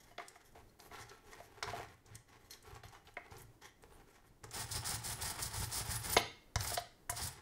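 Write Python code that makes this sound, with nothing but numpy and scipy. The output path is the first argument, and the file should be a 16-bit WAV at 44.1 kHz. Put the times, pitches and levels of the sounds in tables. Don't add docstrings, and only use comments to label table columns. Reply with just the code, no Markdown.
import sys
import numpy as np
from scipy import signal
from scipy.fft import rfft, irfft
from scipy.io import wavfile
from scipy.ndimage import uniform_filter1d

SR = 44100
rng = np.random.default_rng(int(sys.argv[2]) if len(sys.argv) > 2 else 0)


def master(y):
    cut = np.clip(np.atleast_2d(y).T, -1, 1)
    pcm = np.round(cut * 32767)
    wavfile.write(sys.argv[1], SR, pcm.astype(np.int16))


N = 326781
T = np.arange(N) / SR


def undb(db):
    return 10 ** (np.asarray(db) / 20)


def unit_rms(x):
    return x / np.sqrt(np.mean(x ** 2))


def unit_peak(x):
    return x / np.abs(x).max()


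def ramp(x):
    return np.sin(np.pi / 2 * np.clip(x, 0, 1)) ** 2


def colour(x, points, size=4096):
    hz, db = np.transpose(points)
    curve_db = np.interp(np.log(np.arange(size // 2 + 1) * SR / size + 1), np.log(hz), db)
    cepstrum = irfft(curve_db * np.log(10) / 20)
    cepstrum[1:size // 2] *= 2
    cepstrum[size // 2 + 1:] = 0
    impulse = unit_rms(irfft(np.exp(rfft(cepstrum)))) / np.sqrt(size)
    return signal.oaconvolve(x, impulse)[:len(x)]


def bandpass(x, hz, width_hz):
    return signal.lfilter(*signal.iirpeak(min(hz, 16000), hz / width_hz, SR), x)


def resonate(x, modes):
    return sum((-1) ** k * undb(db) * bandpass(x, hz, width) for k, (hz, width, db) in enumerate(modes))


def walk(rate_hz):
    step = int(SR / rate_hz)
    return 1.5 * uniform_filter1d(np.repeat(rng.standard_normal(N // step + 1), step), step)[:N]


def clicks(share, spread_db, patchy_db, rate_hz):
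    snaps = (rng.random(N) < share) * rng.standard_normal(N)
    return unit_rms(snaps * undb(spread_db * rng.exponential(1, N) + patchy_db * walk(rate_hz)))


def add(out, start_s, x):
    i = int(start_s * SR)
    out[i:i + len(x)] += x[:N - i]


# freq_hz, density_db
ROOM_NOISE_SPECTRUM = [(12, -41.5), (20, 8.5), (63, -3.5), (240, -9), (308, -6), (554, -13), (674, -15.5),
                       (866, -15), (1150, -20.5), (2060, -26), (2430, -29.5), (11000, -32), (15800, -33)]


def room_noise(level_db=-67.5):
    return undb(level_db + 2.1 * walk(6.9)) * unit_rms(colour(rng.standard_normal(N), ROOM_NOISE_SPECTRUM))


# freq_hz, width_hz, gain_db
GRIND_MODES = [(434.6, 70, 9), (815, 122, 5.5), (1082, 102, -1.5), (1348, 41, 0.5), (1546, 300, -9.5),
               (1847, 710, -19), (860, 433, -14.5)]


def shaft_grind():
    scrape = clicks(0.079, spread_db=2, patchy_db=2.5, rate_hz=40)
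    return unit_rms(sum(resonate(scrape * undb(2.47 * walk(12)), [mode]) for mode in GRIND_MODES))


# freq_hz, density_db
RUSTLE_SPECTRUM = [(1180, -8.5), (2000, 7), (2590, -24), (3160, -3), (3960, -10.5), (5790, -4),
                   (9650, -11.5), (11800, -8.5), (15800, -23)]


def rust_rustle(tilt_db_per_oct):
    grit = clicks(0.25, spread_db=2, patchy_db=3, rate_hz=60)
    bands_hz = 2400 * 2 ** np.arange(0, 2.75, .25)
    shares = np.array([undb(3.5 * walk(22) + tilt_db_per_oct * np.log2(hz / 6000)) for hz in bands_hz])
    shares /= np.sqrt(np.mean(shares ** 2, axis=0))
    flakes = sum(bandpass(grit * share, hz, hz / 7) for hz, share in zip(bands_hz, shares))
    return unit_rms(colour(flakes, RUSTLE_SPECTRUM))


# freq_hz, gain_db, t60_s
CLAMP_MODES = [(3310, -12, 0.062), (4226, -5, 0.096), (5350, -11, 0.13), (5970, -12, 0.076),
               (6476, -9, 0.076), (7750, -17, 0.06), (8700, -13, 0.11), (9660, -15, 0.1), (10000, -21, .1),
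               (10860, -12.5, 0.051), (12400, -14, .09)]


def clamp_chinks():
    touches = clicks(.002, spread_db=2, patchy_db=3, rate_hz=25)
    out = np.zeros(N)
    for hz, db, t60_s in CLAMP_MODES:
        width_hz = 6 / t60_s
        drive = touches * undb(4.5 * walk(25) - 10 * np.log10(width_hz))
        out += undb(db) * bandpass(drive, hz, width_hz)
    return unit_rms(out)


# freq_hz, width_hz, gain_db
BENCH_MODES = [(107.8, 27.7, -1.5), (54, 37, -7.5)]


def bench_shake():
    return unit_rms(resonate(clicks(0.012, spread_db=3, patchy_db=0, rate_hz=31), BENCH_MODES))


# start_s, rise_s, hold_s, grind_db, rustle_db, rustle_tilt_db_per_oct, shake_db
HAND_MOVES = [(0.0, 0.0024, 0.12, -70.5, -68, 0.5, -77), (0.19, 0.0094, .02, -57, -65, -17, -80),
              (0.25, .02, 0.14, -65.5, -72.5, -1, -79), (0.43, 0.029, 0.029, -74, -67, 5, -71.5),
              (0.544, 0.011, 0.029, -60.5, -74, 5, -64), (0.636, 0.024, 0.085, -78, -79, 2, -74),
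              (0.786, 0.0088, 0.069, -68, -67, 19, -77), (0.885, 0.1, 0.028, -51, -58.5, -1.5, -63),
              (1.052, 0.018, 0.1, -59.5, -69.5, -1, -73), (1.226, 0.059, .17, -58.5, -69, 3.5, -68.5),
              (1.486, 0.033, 0.091, -66.5, -77, 11, -67), (1.626, 0.0059, 0.19, -48, -71, 15, -55.5),
              (1.85, .02, 0.065, -61, -71, -2, -61), (2.044, 0.018, 0.019, -60.5, -77, 6, -66),
              (2.095, 0.046, 0.015, -59.5, -67, -19, -56), (2.267, .03, 0.055, -63, -73, -5, -66),
              (2.38, 0.023, 0.066, -67, -71, -2, -70.5), (2.494, 0.018, 0.032, -62, -66.5, 2, -69),
              (2.604, 0.095, 0.063, -54.5, -68, 9, -60), (2.837, 0.011, 0.018, -56, -62.5, -5, -57.5),
              (2.916, .02, 0.036, -60, -68, -2, -68), (3.041, 0.019, 0.033, -60.5, -68.5, 3, -66),
              (3.165, .005, 0.14, -63, -85, -9, -72), (3.305, 0.014, 0.091, -55.5, -66.5, 6, -59),
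              (3.44, .02, 0.054, -83, -95, 0, -66), (3.608, 0.023, 0.024, -58, -54.5, -5.5, -62.5),
              (3.816, 0.0085, 0.016, -68.5, -81, -3, -67.5), (3.892, 0.026, 0.1, -67.5, -87, 3, -71),
              (4.053, 0.032, 0.099, -66, -75.5, 1, -78), (4.223, 0.032, 0.055, -71.5, -81, 0, -67),
              (4.43, 0.01, 0.014, -56.5, -66, -6, -56), (7.323, .01, 0.055, -59.5, -64.5, -8, -68)]


def hands(release_t60_s=0.19, chink_re_rustle_db=-11):
    start_s, rise_s, hold_s, grind_db, rustle_db, tilts, shake_db = np.transpose(HAND_MOVES)[:, :, None]
    released_s = np.clip(T - start_s - rise_s - hold_s, 0, None)
    effort = ramp((T - start_s) / rise_s) * undb(-60 * released_s / release_t60_s)
    grind_gain, rustle_gain, shake_gain = (np.linalg.norm(effort * undb(db), axis=0)
                                           for db in (grind_db, rustle_db, shake_db))
    loudest_move = np.argmax(effort * undb(rustle_db), axis=0)
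    grind = shaft_grind()
    rustle = rust_rustle(tilts[loudest_move, 0]) + undb(chink_re_rustle_db) * clamp_chinks()
    return grind_gain * grind + rustle_gain * rustle + shake_gain * bench_shake()


# freq_hz, width_hz, gain_db
GRIPPED_SHAFT_MODES = [(215, 100, -13), (476, 44, -4.5), (587, 58, -5.5), (708, 45, 2.5), (838, 130, -10),
                       (992, 48, -6), (1230, 65, -5), (1690, 1170, -15), (2160, 180, -10)]
# freq_hz, width_hz, gain_db
FREE_SHAFT_MODES = [(2140, 22, -2), (2885, 14, 0), (2990, 18, 5), (3620, 9, -12), (3561, 11, -3.5),
                    (3870, 9, -6), (4060, 12, -6.5), (4670, 11, -15), (4850, 40, -8), (5910, 26, -5),
                    (6510, 53, -1.5), (6100, 15, -11)]
# start_s, thock_peak_db, brightness_db, thud_re_thock_db, ring_re_thock_db
SHAFT_KNOCKS = [(0.111, -53, -6, -13, -11), (0.182, -34, -12.5, -38, -22), (0.198, -36, 9, -37, -36),
                (0.357, -48, -4.5, -24, -27), (0.554, -51, -34, -25, -20), (0.574, -54, -25, -10, -24),
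                (0.796, -51.5, -10, -24, -25), (0.913, -44, -6, -14, -22), (1.331, -44.5, 13, -32, -20),
                (1.401, -44.5, -17, -28, -28), (1.626, -27.5, 9, -33, -25), (1.676, -34.5, -6.5, -19, -25),
                (1.732, -34, -24, -20, -24), (1.793, -38, -25, -22, -35), (2.835, -44, -8.5, -20, -23),
                (2.949, -49, 1, -18, -8), (3.169, -33, -5.5, -35, -33), (4.44, -45, 11, -5, -25),
                (6.166, -12.5, -13, -23, -10), (6.557, -26.5, -6.5, -1, -13.5), (6.606, -42, -0.5, 4, -12),
                (6.647, -35.5, -3.5, -9, -20), (6.717, -35.5, -25, -8, -20), (6.774, -27, -10, -34, -20),
                (7.095, -29, 1, -12, -16), (7.122, -40, -13, -8, -21)]


def shaft_knocks(rattle_s=0.0041, contact_band_hz=(330, 2600)):
    out, t = np.zeros(N), T[:SR // 3]
    contact = signal.butter(2, contact_band_hz, "bandpass", fs=SR)
    for start_s, peak_db, bright_db, thud_db, ring_db in SHAFT_KNOCKS:
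        blow = 0.1 * rng.standard_normal(len(t)) * np.exp(-t / rattle_s)
        blow[0] = 1
        modes = [(hz, width, db + (hz > 950) * (bright_db + 9.5)) for hz, width, db in GRIPPED_SHAFT_MODES]
        thock = unit_peak(resonate(signal.lfilter(*contact, blow), modes))
        ring = unit_peak(resonate(blow, FREE_SHAFT_MODES))
        thud = unit_peak(resonate(1. * (t < .003), BENCH_MODES))
        add(out, start_s, undb(peak_db) * (thock + undb(ring_db) * ring + undb(thud_db) * thud))
    return out


# start_s, peak_db, centre_hz, t60_s
STEEL_TICKS = [(0.18, -40, 3300, .04), (0.2828, -40, 7500, .03), (0.413, -60, 5070, .035),
               (0.801, -45, 4930, .025), (0.954, -49, 3260, .05), (1.094, -46.5, 4820, .044),
               (1.3324, -47, 5740, .035), (1.6275, -30.5, 4440, .042), (1.696, -45, 4680, .04),
               (1.8465, -55, 5000, .035), (1.886, -55, 5000, .03), (2.0614, -54, 6200, .056),
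               (2.154, -39, 7400, .024), (2.337, -61, 3210, .035), (2.5082, -48, 5320, .03),
               (2.5349, -43, 4100, .025), (2.626, -54, 8090, .05), (2.6618, -55, 5540, .03),
               (2.75, -51, 6480, .04), (2.834, -50.5, 3330, .053), (2.8844, -51, 6480, .035),
               (3.071, -50.5, 3200, .045), (3.1398, -58, 9000, .03), (3.1682, -47, 2640, .035),
               (3.3109, -54, 5610, .04), (3.367, -49, 5400, .035), (3.3827, -49, 11500, .05),
               (3.418, -48, 11500, .06), (3.6207, -53, 5680, .03), (3.8245, -58, 7800, .035),
               (4.44, -43.5, 6750, .04), (4.5104, -42, 6700, .035), (4.8467, -40, 4860, .03),
               (5.1013, -34, 8930, .035), (6.1703, -17, 3300, .06), (6.557, -24, 4980, .03),
               (6.6073, -29.5, 5030, .03), (6.6746, -31, 7000, .04), (6.7709, -31, 4200, .1),
               (7.097, -25, 8900, .07), (7.1215, -44, 5000, .04), (7.2724, -32, 9300, .05)]


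def steel_ticks(width_ratio=.75, crack_db=-18):
    out, t = np.zeros(N), T[:SR // 10]
    for start_s, peak_db, hz, t60_s in STEEL_TICKS:
        burst = rng.standard_normal(len(t)) * undb(-60 * t / t60_s)
        width_hz = width_ratio * hz
        centre = unit_peak(bandpass(bandpass(burst, hz, width_hz), hz, width_hz))
        crack = unit_peak(bandpass(burst, 9000, width_hz=10000))
        add(out, start_s, undb(peak_db) * (centre + undb(crack_db) * crack))
    return out


# start_s, level_db
CLAMP_FLICKS = [(1.331, -79), (1.402, -67), (1.445, -69), (2.508, -44.5), (2.535, -78), (2.836, -56)]


def clamp_flicks():
    out, t = np.zeros(N), T[:SR // 4]
    for start_s, level_db in CLAMP_FLICKS:
        weights = undb(level_db + 2 * rng.standard_normal(len(CLAMP_MODES)))
        ring = sum(weight * undb(db - 60 * t / t60_s) * np.sin(2 * np.pi * hz * t)
                   for weight, (hz, db, t60_s) in zip(weights, CLAMP_MODES))
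        add(out, start_s, ring)
    return out


# freq_hz, width_hz, gain_db
COLLAR_MODES = [(10180, 180, 17), (13970, 93, 18)]
# start_s, length_s, drive_db
FINGER_SQUEAKS = [(3.894, 0.1, -75), (4.23, 0.082, -82)]


def finger_squeaks():
    swell = sum(undb(db) * np.sin(np.pi * np.clip((T - start_s) / length_s, 0, 1)) ** 2
                for start_s, length_s, db in FINGER_SQUEAKS)
    return resonate(swell * rng.standard_normal(N), COLLAR_MODES + [(8980, 170, 18)])


# freq_hz, density_db
BRISTLE_SPECTRUM = [(1180, -32.5), (2000, -5), (2680, -24.5), (3110, -6.5), (4210, -2.5), (5220, 2),
                    (6000, -2), (9570, 1.5), (10200, -3), (11800, -10.5), (13100, -7), (14200, -14.5),
                    (15800, -2)]
# freq_hz, density_db
SHAFT_HUM_SPECTRUM = [(110, -49.5), (180, -8), (492, -4), (586, -9.5), (871, 4.5), (1050, -7.5), (1160, -2),
                      (1860, -4.5), (2660, -10.5), (3500, -8), (4550, -32), (7700, -120)]
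# freq_hz, width_hz, gain_db
BRUSHED_STEEL_MODES = [(1830, 260, -4), (3180, 100, -13.5), (5260, 510, -6.5), (8750, 110, -19)]
# start_s, length_s, level_db, lower_collar_re_level_db, upper_collar_re_level_db
BRUSH_STROKES = [(4.507, .17, -40, -27, -19), (4.683, 0.14, -39, -24, -21), (4.827, 0.17, -38, -22, -19),
                 (5.011, .16, -40.5, -8, -10), (5.182, 0.17, -39.5, -15, -16),
                 (5.354, 0.16, -40.5, -16, -14), (5.504, 0.18, -41, -10, -10),
                 (5.689, 0.17, -39, -9.5, -12.5), (5.844, 0.16, -40, -5, -6.5), (6.014, 0.17, -38, -9, -8),
                 (6.578, 0.21, -41, -9, -7), (7.133, 0.19, -42, -18, -19)]


def wire_brush(speed_up_s=0.047, slow_down_s=0.054, turn_speed=.36, turn_s=0.037):
    hiss_db, hum_db, shake_db = -2, -9, -8
    hiss_power, hum_power, shake_power = 1.64, 0.93, 1.3
    collar_rise_db, collar_flicker_db, shake_lag_s = 12.5, 3.5, 0.014
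    start_s, length_s, level_db, *collar_db = np.transpose(BRUSH_STROKES)[:, :, None]
    elapsed_s, left_s = T - start_s, start_s + length_s - T
    sweep = ramp(elapsed_s / speed_up_s) * ramp(left_s / slow_down_s)
    turn = turn_speed * ramp(elapsed_s / .008) * ramp(left_s / turn_s + 1)
    speed = np.maximum(sweep, turn)
    snap_gains, hum_gains, shake_gains = (undb(level_db) * speed ** power
                                          for power in (hiss_power, hum_power, shake_power))

    bristles = clicks(.3, spread_db=1.95, patchy_db=2, rate_hz=90)
    drag = hum_gains.sum(axis=0) * clicks(.2, spread_db=1.2, patchy_db=1.3, rate_hz=46)
    hum = colour(drag, SHAFT_HUM_SPECTRUM)
    snaps = snap_gains.sum(axis=0) * bristles
    hiss = colour(snaps, BRISTLE_SPECTRUM)
    hiss += sum(resonate(snaps * undb(4.6 * walk(16)), [mode]) for mode in BRUSHED_STEEL_MODES)

    catching = snap_gains * undb(collar_rise_db * np.clip(elapsed_s / length_s - .5, -1, 1))
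    collar = np.zeros(N)
    for db, mode in zip(collar_db, COLLAR_MODES):
        drive = bristles * np.sum(catching * undb(db), axis=0)
        collar += resonate(drive * undb(collar_flicker_db * walk(30)), [mode])

    push = np.interp(T - shake_lag_s, T, shake_gains.sum(axis=0)) * undb(2.5 * walk(12))
    return undb(hiss_db) * hiss + undb(hum_db) * hum + collar + undb(shake_db) * push * bench_shake()


# freq_hz, t60_s
WORKSHOP_DECAY = [(100, 0.51), (500, 0.25), (2000, 0.48), (5000, 0.44), (10000, 0.3), (13000, 0.15),
                  (16000, 0.13)]


def workshop_reverb(x, tilt_db_per_oct=-1, build_up_s=0.0017):
    t = T[:SR // 2]
    tail = np.zeros(len(t))
    for hz in 90 * 2 ** np.arange(0, 8, .5):
        band = bandpass(bandpass(rng.standard_normal(len(t)), hz, hz / 1.8), hz, hz / 1.8)
        t60_s = np.interp(hz, *np.transpose(WORKSHOP_DECAY))
        tail += band * undb(tilt_db_per_oct * np.log2(hz / 1000) - 60 * t / t60_s)
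    tail *= 1 - np.exp(-t / build_up_s)
    return signal.fftconvolve(x, tail / np.linalg.norm(tail))[:N]


# freq_hz, relative_db
STEREO_SIDE_SPECTRUM = [(60, -34.5), (110, -28.5), (200, -16), (380, -15), (700, -24.5), (1290, -34),
                        (2380, -28), (4400, -21), (8120, -14.5), (15000, -7)]


def scene(reverb_db=-11, side_db=-24.5):
    direct = wire_brush() + hands() + finger_squeaks() + steel_ticks() + clamp_flicks() + shaft_knocks()
    mid = direct + undb(reverb_db) * workshop_reverb(direct) + room_noise()
    phase_scatter = irfft(np.exp(2j * np.pi * rng.random(513)))
    side = undb(side_db) * colour(signal.oaconvolve(mid, phase_scatter)[:N], STEREO_SIDE_SPECTRUM)
    return np.array([mid + side, mid - side])


def record(dry):
    return signal.sosfilt(signal.ellip(12, .2, 70, 15700, fs=SR, output="sos"), dry)


dry = scene()
out = record(dry)
master(out)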